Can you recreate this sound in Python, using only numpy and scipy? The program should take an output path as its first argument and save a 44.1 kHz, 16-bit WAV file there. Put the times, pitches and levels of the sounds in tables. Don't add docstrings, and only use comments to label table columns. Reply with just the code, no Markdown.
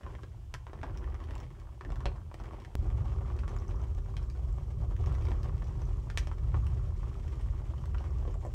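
import sys
import numpy as np
from scipy import signal
from scipy.fft import rfft, irfft
from scipy.io import wavfile
from scipy.ndimage import uniform_filter1d

SR = 44100
rng = np.random.default_rng(int(sys.argv[2]) if len(sys.argv) > 2 else 0)


def materialize(psi):
    bounded = np.clip(np.atleast_2d(psi).T, -1, 1)
    quanta = np.round(bounded * 32767).astype(np.int16)
    wavfile.write(sys.argv[1], SR, quanta)


N = 376613
CUT_S = 2.7533


def from_db(db):
    return 10 ** (np.asarray(db) / 20)


def rms_one(x):
    return x / np.sqrt(np.mean(x ** 2) + 1e-20)


def even(x, size=4000):
    x = rms_one(x)
    return x / np.sqrt(uniform_filter1d(x ** 2, size=size) + 1e-6)


def add(out, s, sound):
    at = int(np.clip(round(s * SR), 0, N - 1))
    out[at:at + len(sound)] += sound[:N - at]


def through(x, response):
    return signal.oaconvolve(x, response)[:len(x)]


def butter(x, order, hz, kind):
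    return signal.sosfilt(signal.butter(order, hz, kind, fs=SR, output="sos"), x)


def snap(spectrum, size=2048):
    hz, db = np.transpose(spectrum)
    grid = np.maximum(np.fft.rfftfreq(size, 1 / SR), 1)
    magnitude = from_db(np.interp(np.log(grid), np.log(hz), db))
    cepstrum = irfft(np.log(magnitude))
    causal = 1 + np.sign(size / 2 - np.arange(size))
    causal[0] = 1
    return irfft(np.exp(rfft(cepstrum * causal)))


def resonate(x, hz, width):
    r = np.exp(-np.pi * width / SR)
    feedback = [1, -2 * r * np.cos(2 * np.pi * hz / SR), r * r]
    return signal.lfilter(np.array([1, 0, -1]) * (1 - r * r) / 2, feedback, x + 1e-18)


def body(x, modes, sign=1):
    return sum(sign ** k * from_db(db) * resonate(x, hz, width)
               for k, (hz, width, db) in enumerate(modes))


def ring(hz, t60, size=2048):
    t = np.arange(size) / SR
    return np.sin(2 * np.pi * hz * t) * from_db(-60 * t / t60)


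def drift(per_s):
    knots = rng.standard_normal(N // 40)
    return rms_one(np.interp(np.arange(N) / SR * per_s, np.arange(len(knots)), knots))


def collapses(per_s, spread_db):
    sizes = from_db(spread_db * np.minimum(rng.exponential(1, N), 4.5)) * rng.choice([-1, 1], N)
    return sizes * (rng.random(N) < per_s / SR)


def bubble(hz, cycles, rise, size=2048):
    turns = hz * np.arange(size) / SR
    age = turns / cycles
    return np.sin(2 * np.pi * turns * (1 + rise * np.minimum(age, 1))) * from_db(-60 * age)


def bubble_cloud(clicks, low_hz, high_hz, cycles, rise, count=28):
    dealt = rng.integers(0, count, N)
    return sum(hz * through(clicks * (dealt == k), bubble(hz, cycles, rise))
               for k, hz in enumerate(np.geomspace(low_hz, high_hz, count)))


def chatter(t60, loose_db, size=2048):
    rattle = rng.standard_normal(size) * from_db(-60 * np.arange(size) / SR / t60)
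    contact = signal.unit_impulse(size) + from_db(loose_db) * rattle / np.linalg.norm(rattle)
    return contact / np.linalg.norm(contact)


def knock_colour(pitch_hz, softness, bass_db_per_octave=1.5, top_hz=8050, top_db_per_octave=17.5):
    hz = np.geomspace(60, 16000, 60)
    octaves = np.log2(hz / pitch_hz)
    db = bass_db_per_octave * np.minimum(octaves, 0) - softness * np.maximum(octaves, 0)
    top_loss_db = top_db_per_octave * np.maximum(np.log2(hz / top_hz), 0)
    return np.column_stack([hz, db - top_loss_db])


def boil(stirred, gentle_db, rolling_db):
    boil_db = np.where(np.arange(N) / SR < CUT_S, gentle_db, rolling_db)
    return np.hypot(from_db(boil_db), stirred)


# (start [s], end [s], gurgle [dB], splash [dB], fizz [dB], rumble [dB])
STROKES = [(-0.05, 0.18, -61.5, -71.5, -75, -41.5), (0.721, 1.142, -58, -69, -83, -40),
           (1.19, 1.398, -59, -65, -81, -39), (1.451, 1.75, -69, -81, -94, -59),
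           (1.806, 2.102, -57.5, -74, -83, -35.5), (2.327, 2.56, -57.5, -66.5, -77.5, -44.5),
           (2.751, 3.333, -58, -69, -82, -33.5), (3.4, 3.82, -59, -71, -80, -37.5),
           (4.719, 4.907, -62.5, -94, -97, -30.5), (4.945, 5.18, -57, -66, -71, -29.5),
           (5.203, 5.32, -55, -66, -70, -32), (5.354, 5.503, -60, -70, -86, -42),
           (5.558, 5.911, -63, -73.5, -75, -55), (6.38, 6.751, -62, -72, -74.5, -29.5),
           (6.932, 7.398, -64, -71.5, -74.5, -36), (7.399, 7.8, -68, -72.5, -81, -53),
           (7.871, 8.22, -62, -72, -78, -35.5)]
def stirring(attack_s=0.069, settle_db_per_s=61):
    t, power = np.arange(N) / SR, 0
    for start, end, *levels_db in STROKES:
        attack = np.clip((t - start) / attack_s, 0, 1)
        settle = from_db(-settle_db_per_s * np.maximum(t - end, 0))
        power = power + np.outer(from_db(levels_db), attack * settle) ** 2
    return np.sqrt(power)


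# (frequency [Hz], width [Hz], level [dB])
DEEP_SWAY = [(42.3, 3.6, 2.5), (62, 6.7, -0.5), (80.6, 8.5, -2.5)]
UPPER_SWAY = [(109.2, 7.1, 3.5), (137.8, 19.4, -6.5), (160.6, 19.3, -9.5)]
def rumble(stirred, heave_db=2.0):
    deep = boil(stirred * from_db(-2.5), gentle_db=-46, rolling_db=-35.5)
    deep *= from_db(heave_db * drift(per_s=14))
    upper = boil(stirred * from_db(-9.5), gentle_db=-51.5, rolling_db=-43.5)
    upper *= from_db(heave_db * drift(per_s=11))
    return deep * shake(DEEP_SWAY, band_hz=[34.8, 93.8]) + upper * shake(UPPER_SWAY, band_hz=[92, 164])


def shake(modes, band_hz, per_s=260):
    motion = body(collapses(per_s, spread_db=1.5), modes, sign=-1)
    return even(butter(motion, 4, band_hz, "band"))


# (frequency [Hz], width [Hz], level [dB])
WALL_MODES = [(207.2, 14.2, 4.5), (250.7, 12.6, -4), (315.3, 18.5, -1.5), (394.3, 22.6, 2),
              (480.7, 15, -5.5), (552, 60, -10.5), (1070, 125, -14.5), (1095, 62, -16.5), (1200, 120, -20)]
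def simmer(stirred):
    hum = shake(WALL_MODES, band_hz=[180, 1400], per_s=3000)
    swirl = stirred * boil(0, gentle_db=0.5, rolling_db=3.5)
    return boil(swirl, gentle_db=-83, rolling_db=-57) * hum


# (frequency [Hz], level [dB])
GURGLE_COLOUR = [(120, -4), (200, 4), (300, -1), (400, -3.5), (470, -4.5), (650, -1.5), (900, 0),
                 (1200, -6.5), (1450, -6.5), (2200, -22)]
SPLASH_COLOUR = [(600, -8), (1300, -8.5), (2000, 1), (3200, -2.5), (3900, -9), (6000, -4.5)]
FIZZ_COLOUR = [(2000, 2), (3800, -0.5), (5600, -4), (7800, -1.5), (9500, -10), (12000, -11), (16000, -25)]
def water(gurgling, splashing, fizzing):
    clumps = drift(per_s=55)
    middling = bubble_cloud(collapses(420 * from_db(6 * clumps), 3.5), 241, 1624, cycles=6.9, rise=0.074)
    small = bubble_cloud(collapses(380 * from_db(6 * clumps), 3.4), 1060, 4300, cycles=3.6, rise=0.05)
    foam = bubble_cloud(collapses(900 * from_db(6.5 * clumps), 1.5), 3100, 12000, cycles=3.8, rise=0.03)
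    tiny = bubble_cloud(collapses(170, spread_db=2.2), 5200, 7600, cycles=45, rise=0.01)
    gurgle_gain = boil(gurgling * from_db(1.5), gentle_db=-69.5, rolling_db=-62)
    splash_gain = boil(splashing * from_db(-1.5), gentle_db=-92, rolling_db=-75.5)
    foam_gain = boil(fizzing * from_db(-6), gentle_db=-98, rolling_db=-74.5)
    gurgle = gurgle_gain * even(through(middling, snap(GURGLE_COLOUR)), size=6000)
    splash = splash_gain * even(through(small, snap(SPLASH_COLOUR)), size=6000)
    fizz = foam_gain * even(through(foam, snap(FIZZ_COLOUR)), size=6000)
    pings = foam_gain * from_db(-7) * rms_one(tiny)
    return gurgle + splash + fizz + pings


def glugs(gurgling):
    cloud = bubble_cloud(collapses(per_s=60, spread_db=1.5), 1077, 1253, cycles=30, rise=0.045, count=10)
    swirl = gurgling * boil(0, gentle_db=-14, rolling_db=-7)
    return boil(swirl, gentle_db=-95, rolling_db=-74.5) * even(cloud, size=12000)


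# (frequency [Hz], level [dB])
CRACKLE_COLOUR = [(500, -14), (1500, 3), (3000, 2), (5500, -0.5), (8000, -2.5), (11000, -11), (16000, -28)]
def crackle(fizzing, gain_db=-2.5):
    grains = collapses(170 * from_db(5 * drift(per_s=45)), spread_db=4)
    return from_db(gain_db) * fizzing * even(through(grains, snap(CRACKLE_COLOUR)), size=9000)


# (frequency [Hz], level [dB])
HISS_COLOUR = [(100, 11), (400, -5.5), (1100, -13), (2000, -17.5), (3100, -14), (3900, -20.5),
               (5500, -19.5), (7800, -21), (10000, -26), (15500, -31)]
def hiss(level_db=-62):
    return from_db(level_db) * rms_one(through(rng.standard_normal(N), snap(HISS_COLOUR)))


# (frequency [multiple of its pitch], level [dB], t60 [s])
EGG_MODES = [(0.57, -0.5, 0.007), (1.0, -1.5, 0.0093), (1.52, -10, 0.005)]
def clack(hz, crack_db=18, softness=12):
    crack = through(chatter(t60=0.012, loose_db=4), snap(knock_colour(hz, softness)))
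    ringing = sum(from_db(db) * ring(hz * ratio, t60) for ratio, db, t60 in EGG_MODES)
    return from_db(crack_db) * crack + ringing


def jostle(splashing, per_s=18, gain_db=13.25, spread_db=4.5, low_hz=1200, high_hz=2490):
    out = np.zeros(N)
    for when, pitch, force in rng.random((int(per_s * N / SR), 3)):
        bump = clack(low_hz * (high_hz / low_hz) ** pitch)
        gain = splashing[int(when * N)] * from_db(gain_db + spread_db * (2 * force - 1))
        add(out, when * N / SR, gain * bump)
    return out


# (frequency [Hz], width [Hz], level [dB])
SPOON_MODES = [(1000, 117, -6), (2480, 240, -13)]
# (time [s], level [dB], hollow pitch [Hz], softness [dB lost per octave above the pitch])
KNOCKS = [(0.034, -20.5, 1790, 15), (0.0648, -9, 1035, 13), (0.152, -15.5, 1900, 12),
          (0.2338, -15, 1610, 10), (0.5408, -5.5, 1050, 4), (0.5478, -10, 1600, 15), (0.668, -12, 1000, 9),
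          (0.6967, -13, 1200, 16), (0.7327, -8, 750, 9.5), (0.8321, -6.5, 1600, 11.5),
          (0.8365, -3, 1050, 25), (1.1438, -12, 1200, 12), (1.8102, -7.5, 1190, 11),
          (1.9035, -12.5, 1400, 12), (1.921, -16, 1024, 8), (2.006, -11, 1000, 8.5), (2.0566, 1, 760, 7.5),
          (2.0567, -8, 4200, 26), (2.0619, 1.5, 520, 11), (2.064, -10, 2600, 29), (2.161, -18, 830, 8),
          (2.3148, -9.5, 900, 13), (2.3425, -8.5, 800, 12), (2.649, -16.5, 1810, 8.5),
          (3.4355, -10.5, 1210, 14), (3.4796, -9.5, 950, 6.5), (3.5645, -10.5, 1090, 12.5),
          (4.168, -14, 3000, 8), (5.2855, -11, 1000, 12), (5.3174, -6, 895, 18), (5.622, -13.5, 1460, 12),
          (5.8183, -10, 850, 17), (6.1012, -10, 1540, 7.5), (6.1747, 0, 2370, 5.5), (6.1832, -11, 5830, 9),
          (6.2722, -7.5, 817, 6), (6.315, -8, 1256, 13.5), (6.5435, 0, 1110, 16), (7.7367, -13, 1000, 17),
          (7.9465, -9, 1400, 14), (8.2521, -6, 746, 14.5), (8.2777, -7, 500, 8.5),
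          (8.4505, -2.5, 720, 14.5), (8.4655, -5, 600, 15)]
def knocks(gain_db=-1.88, rebound_s=0.0056, rebound_db=-12, hollow_db=-1, hollow_width_hz=240):
    out = np.zeros(N)
    for s, db, pitch_hz, softness in KNOCKS:
        click = from_db(db + gain_db) * snap(knock_colour(pitch_hz, softness))
        knock = click + body(click, SPOON_MODES + [(pitch_hz, hollow_width_hz, hollow_db)])
        smear = chatter(t60=0.036, loose_db=-5 + 0.21 * softness)
        add(out, s, through(smear, knock))
        add(out, s + rebound_s * rng.uniform(0.616, 1.5), from_db(rebound_db) * knock)
    return out


# (time [s], level [dB], pitch [Hz])
PLOPS = [(0.127, -46, 410), (0.1915, -41, 1040), (0.835, -28.5, 800), (0.878, -40, 830),
         (1.076, -36.5, 1120), (1.2028, -47, 1120), (1.361, -33.5, 920), (1.8583, -42, 413),
         (1.868, -38, 290), (1.882, -43, 470), (1.9032, -45, 560), (1.93, -41, 1120), (2.007, -44, 900),
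         (2.51, -37, 1090), (2.5346, -40, 840), (3.302, -33.5, 1100), (3.531, -40, 552), (3.565, -33, 1070),
         (4.1406, -39, 1055), (4.584, -37, 1010), (4.838, -36.5, 711), (5.041, -35.5, 1160),
         (5.119, -34.5, 1110), (5.253, -38, 980), (5.2853, -38, 430), (5.41, -42, 600), (5.495, -36, 1080),
         (6.549, -32.5, 915), (6.574, -37, 820), (7.032, -35.5, 1050), (7.8398, -36, 1030),
         (8.008, -36, 800), (8.0415, -36.5, 1030), (8.342, -39, 1060), (8.356, -36.5, 690)]
def plops(gurgling, gain_db=-1, strays_per_s=6, stray_db=-44.5, low_hz=600, high_hz=1300):
    out, strays = np.zeros(N), []
    freed = np.cumsum(boil(gurgling, gentle_db=-80, rolling_db=-61))
    for when, pitch in rng.random((int(strays_per_s * N / SR), 2)):
        s = np.searchsorted(freed, when * freed[-1]) / SR
        strays.append((s, stray_db, low_hz * (high_hz / low_hz) ** pitch))
    for s, db, hz in PLOPS + strays:
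        add(out, s, from_db(db + gain_db) * bubble(hz, cycles=10, rise=0.1))
    return out


# (time [s], level [dB], pitch [Hz])
THUMPS = [(0.54, -38, 122), (2.06, -25, 47.1), (6.18, -31, 54), (6.544, -28.5, 114.5)]
def thumps(t60=0.29):
    out = np.zeros(N)
    for s, db, hz in THUMPS:
        add(out, s, from_db(db) * ring(hz, t60, size=16000))
    return out


# (time [s], level [dB], pitch [Hz])
CLACKS = [(0.79, -50, 1810), (0.8153, -49, 2260), (0.867, -46, 1510), (1.0428, -46, 1900),
          (1.1513, -46.5, 1980), (1.2028, -46, 1820), (1.3096, -42, 1700), (1.8498, -39.5, 1770),
          (2.4, -56, 2400), (2.455, -54, 1900), (2.51, -56, 1820), (3.39, -45, 2600), (3.712, -44, 1610),
          (5.151, -52, 1960), (5.222, -53, 2550), (5.27, -45, 2200), (5.2857, -45, 1680),
          (5.3172, -38.5, 1800), (7.7804, -52.5, 3040), (7.9828, -45.5, 2800), (8.0416, -56, 2240)]
def clacks(gain_db=0.5):
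    out = np.zeros(N)
    for s, db, hz in CLACKS:
        add(out, s, from_db(db + gain_db) * clack(hz))
    return out


# (frequency [Hz], level [dB])
SHELL_COLOUR = [(300, -7), (1700, 5), (3200, -0.5), (4500, -3.5), (7800, -9), (11000, -26), (16000, -14)]
# (time [s], level [dB], ring [Hz])
TICKS = [(0.9738, -25.5, 5050), (1.1445, -33, 5500), (1.24, -31, 2700), (1.311, -39, 3300),
         (1.353, -24, 7100), (1.38, -28, 3340), (1.402, -28, 5200), (1.599, -33, 4370), (1.9035, -32, 4050),
         (1.92, -28, 5300), (1.958, -27, 3450), (2.342, -21, 7700), (2.401, -31, 4200), (2.438, -30, 3450),
         (2.6013, -33, 3600), (3.365, -31, 3100), (3.3929, -29, 4700), (3.9482, -32, 5700),
         (4.3, -27, 3900), (4.965, -28.5, 5860), (5.061, -26, 5200), (5.126, -31, 7500), (5.151, -28, 5540),
         (5.212, -30, 5670), (5.2532, -28, 4330), (5.2855, -26.5, 5820), (5.4315, -24.5, 4840),
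         (6.3835, -34, 3570), (6.667, -23.5, 8050), (7.279, -30.5, 5230), (7.412, -31, 8500),
         (7.857, -26.5, 7860), (8.1851, -32, 4170)]
def ticks(ring_db=-3, ring_width_hz=700):
    out = np.zeros(N)
    for s, db, hz in TICKS:
        contact = from_db(db) * chatter(t60=0.015, loose_db=5)
        crack = through(contact, snap(SHELL_COLOUR))
        add(out, s, crack + from_db(ring_db) * resonate(contact, hz, ring_width_hz))
    return out


def cut_click(click_db=-16, thud_db=-25):
    out = np.zeros(N)
    click = snap([(100, 28), (500, 15), (2000, 2), (8000, -11), (16000, -15)])
    add(out, CUT_S, from_db(click_db) * click)
    add(out, CUT_S, from_db(thud_db) * ring(hz=75, t60=0.039, size=4096))
    return out


# (time [s], level [dB], pitch [Hz])
SPITS = [(3.493, -56, 6200), (3.565, -54, 7000), (3.587, -58, 5400), (3.601, -61, 6200), (3.681, -57, 6070),
         (3.759, -61, 5770), (3.816, -59, 6130), (4.228, -61, 5415), (4.527, -59, 7500), (5.643, -59, 5750),
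         (5.683, -62, 6100), (5.818, -56, 5950), (5.854, -61, 6130), (7.985, -63, 5620), (8.042, -65, 5850),
         (8.107, -64, 5520), (8.3422, -59, 7550), (8.407, -62, 7210), (8.4513, -56, 7880),
         (8.4653, -60, 7100)]
def spits(ping_db=6.5, film_db=18, film_width_hz=3500):
    out = np.zeros(N)
    for s, db, hz in SPITS:
        film = from_db(film_db) * resonate(chatter(t60=0.018, loose_db=-1), hz, film_width_hz)
        ping = from_db(ping_db) * bubble(hz, cycles=55, rise=0.03)
        add(out, s, from_db(db) * (ping + film))
    return out


# (frequency [Hz], width [Hz], level [dB])
POT_MODES = [(320, 62, 1.5), (358, 52, 0), (490, 11.3, 1.5), (565, 15.6, 3.5), (720, 63, -7.5),
             (1083, 93, -10.5), (1083, 99, -7.5), (1810, 300, -6), (2240, 230, -9), (3110, 290, -6),
             (5490, 770, -6), (6200, 260, -25)]
def pot(inside):
    return inside + body(inside, POT_MODES)


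def flatten(echoes, size=2048):
    power = uniform_filter1d(np.abs(rfft(echoes[:size], size)) ** 2, size=7)
    hz = np.maximum(np.fft.rfftfreq(size, 1 / SR), 1)
    excess_db = 10 * np.log10(power / power.mean())
    return through(echoes, snap(np.column_stack([hz, -excess_db])))


def reflections(early_t60=0.081, late_t60=0.27, treble_t60=0.25, early_db=-1, late_db=-7, wall_hz=3300):
    size = 20000
    t = np.arange(size) / SR
    decays = from_db(-60 * t / [[early_t60], [late_t60], [treble_t60]])
    early, late, treble = rng.standard_normal((3, size)) * decays * (t > 0.0015)
    dull = butter(late, 3, wall_hz, "low")
    bright = from_db(-1.5) * butter(treble, 3, wall_hz, "high")
    close = flatten(signal.unit_impulse(size) + from_db(early_db) * early / np.linalg.norm(early))
    return close + from_db(late_db) * (dull + bright) / np.linalg.norm(late)


def kitchen(x, spots=6, gain_db=-3):
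    shares = from_db(20 * np.array([drift(per_s=18) for _ in range(spots)]))
    shares = shares / shares.sum(axis=0)
    return from_db(gain_db) * sum(through(x * share, reflections()) for share in shares)


def scene():
    gurgling, splashing, fizzing, rumbling = stirring()
    bubbles = water(gurgling, splashing, fizzing) + glugs(gurgling) + plops(gurgling) + spits()
    contacts = knocks() + clacks() + jostle(splashing) + ticks() + crackle(fizzing)
    background = hiss()
    in_room = kitchen(pot(bubbles + contacts))
    direct = simmer(gurgling) + rumble(rumbling) + thumps()
    return (in_room + direct + background + cut_click())[None]


def record(dry, cutoff_hz=15750):
    return signal.sosfilt(signal.ellip(12, 0.1, 80, cutoff_hz, fs=SR, output="sos"), dry)


dry = scene()
out = record(dry)
materialize(out)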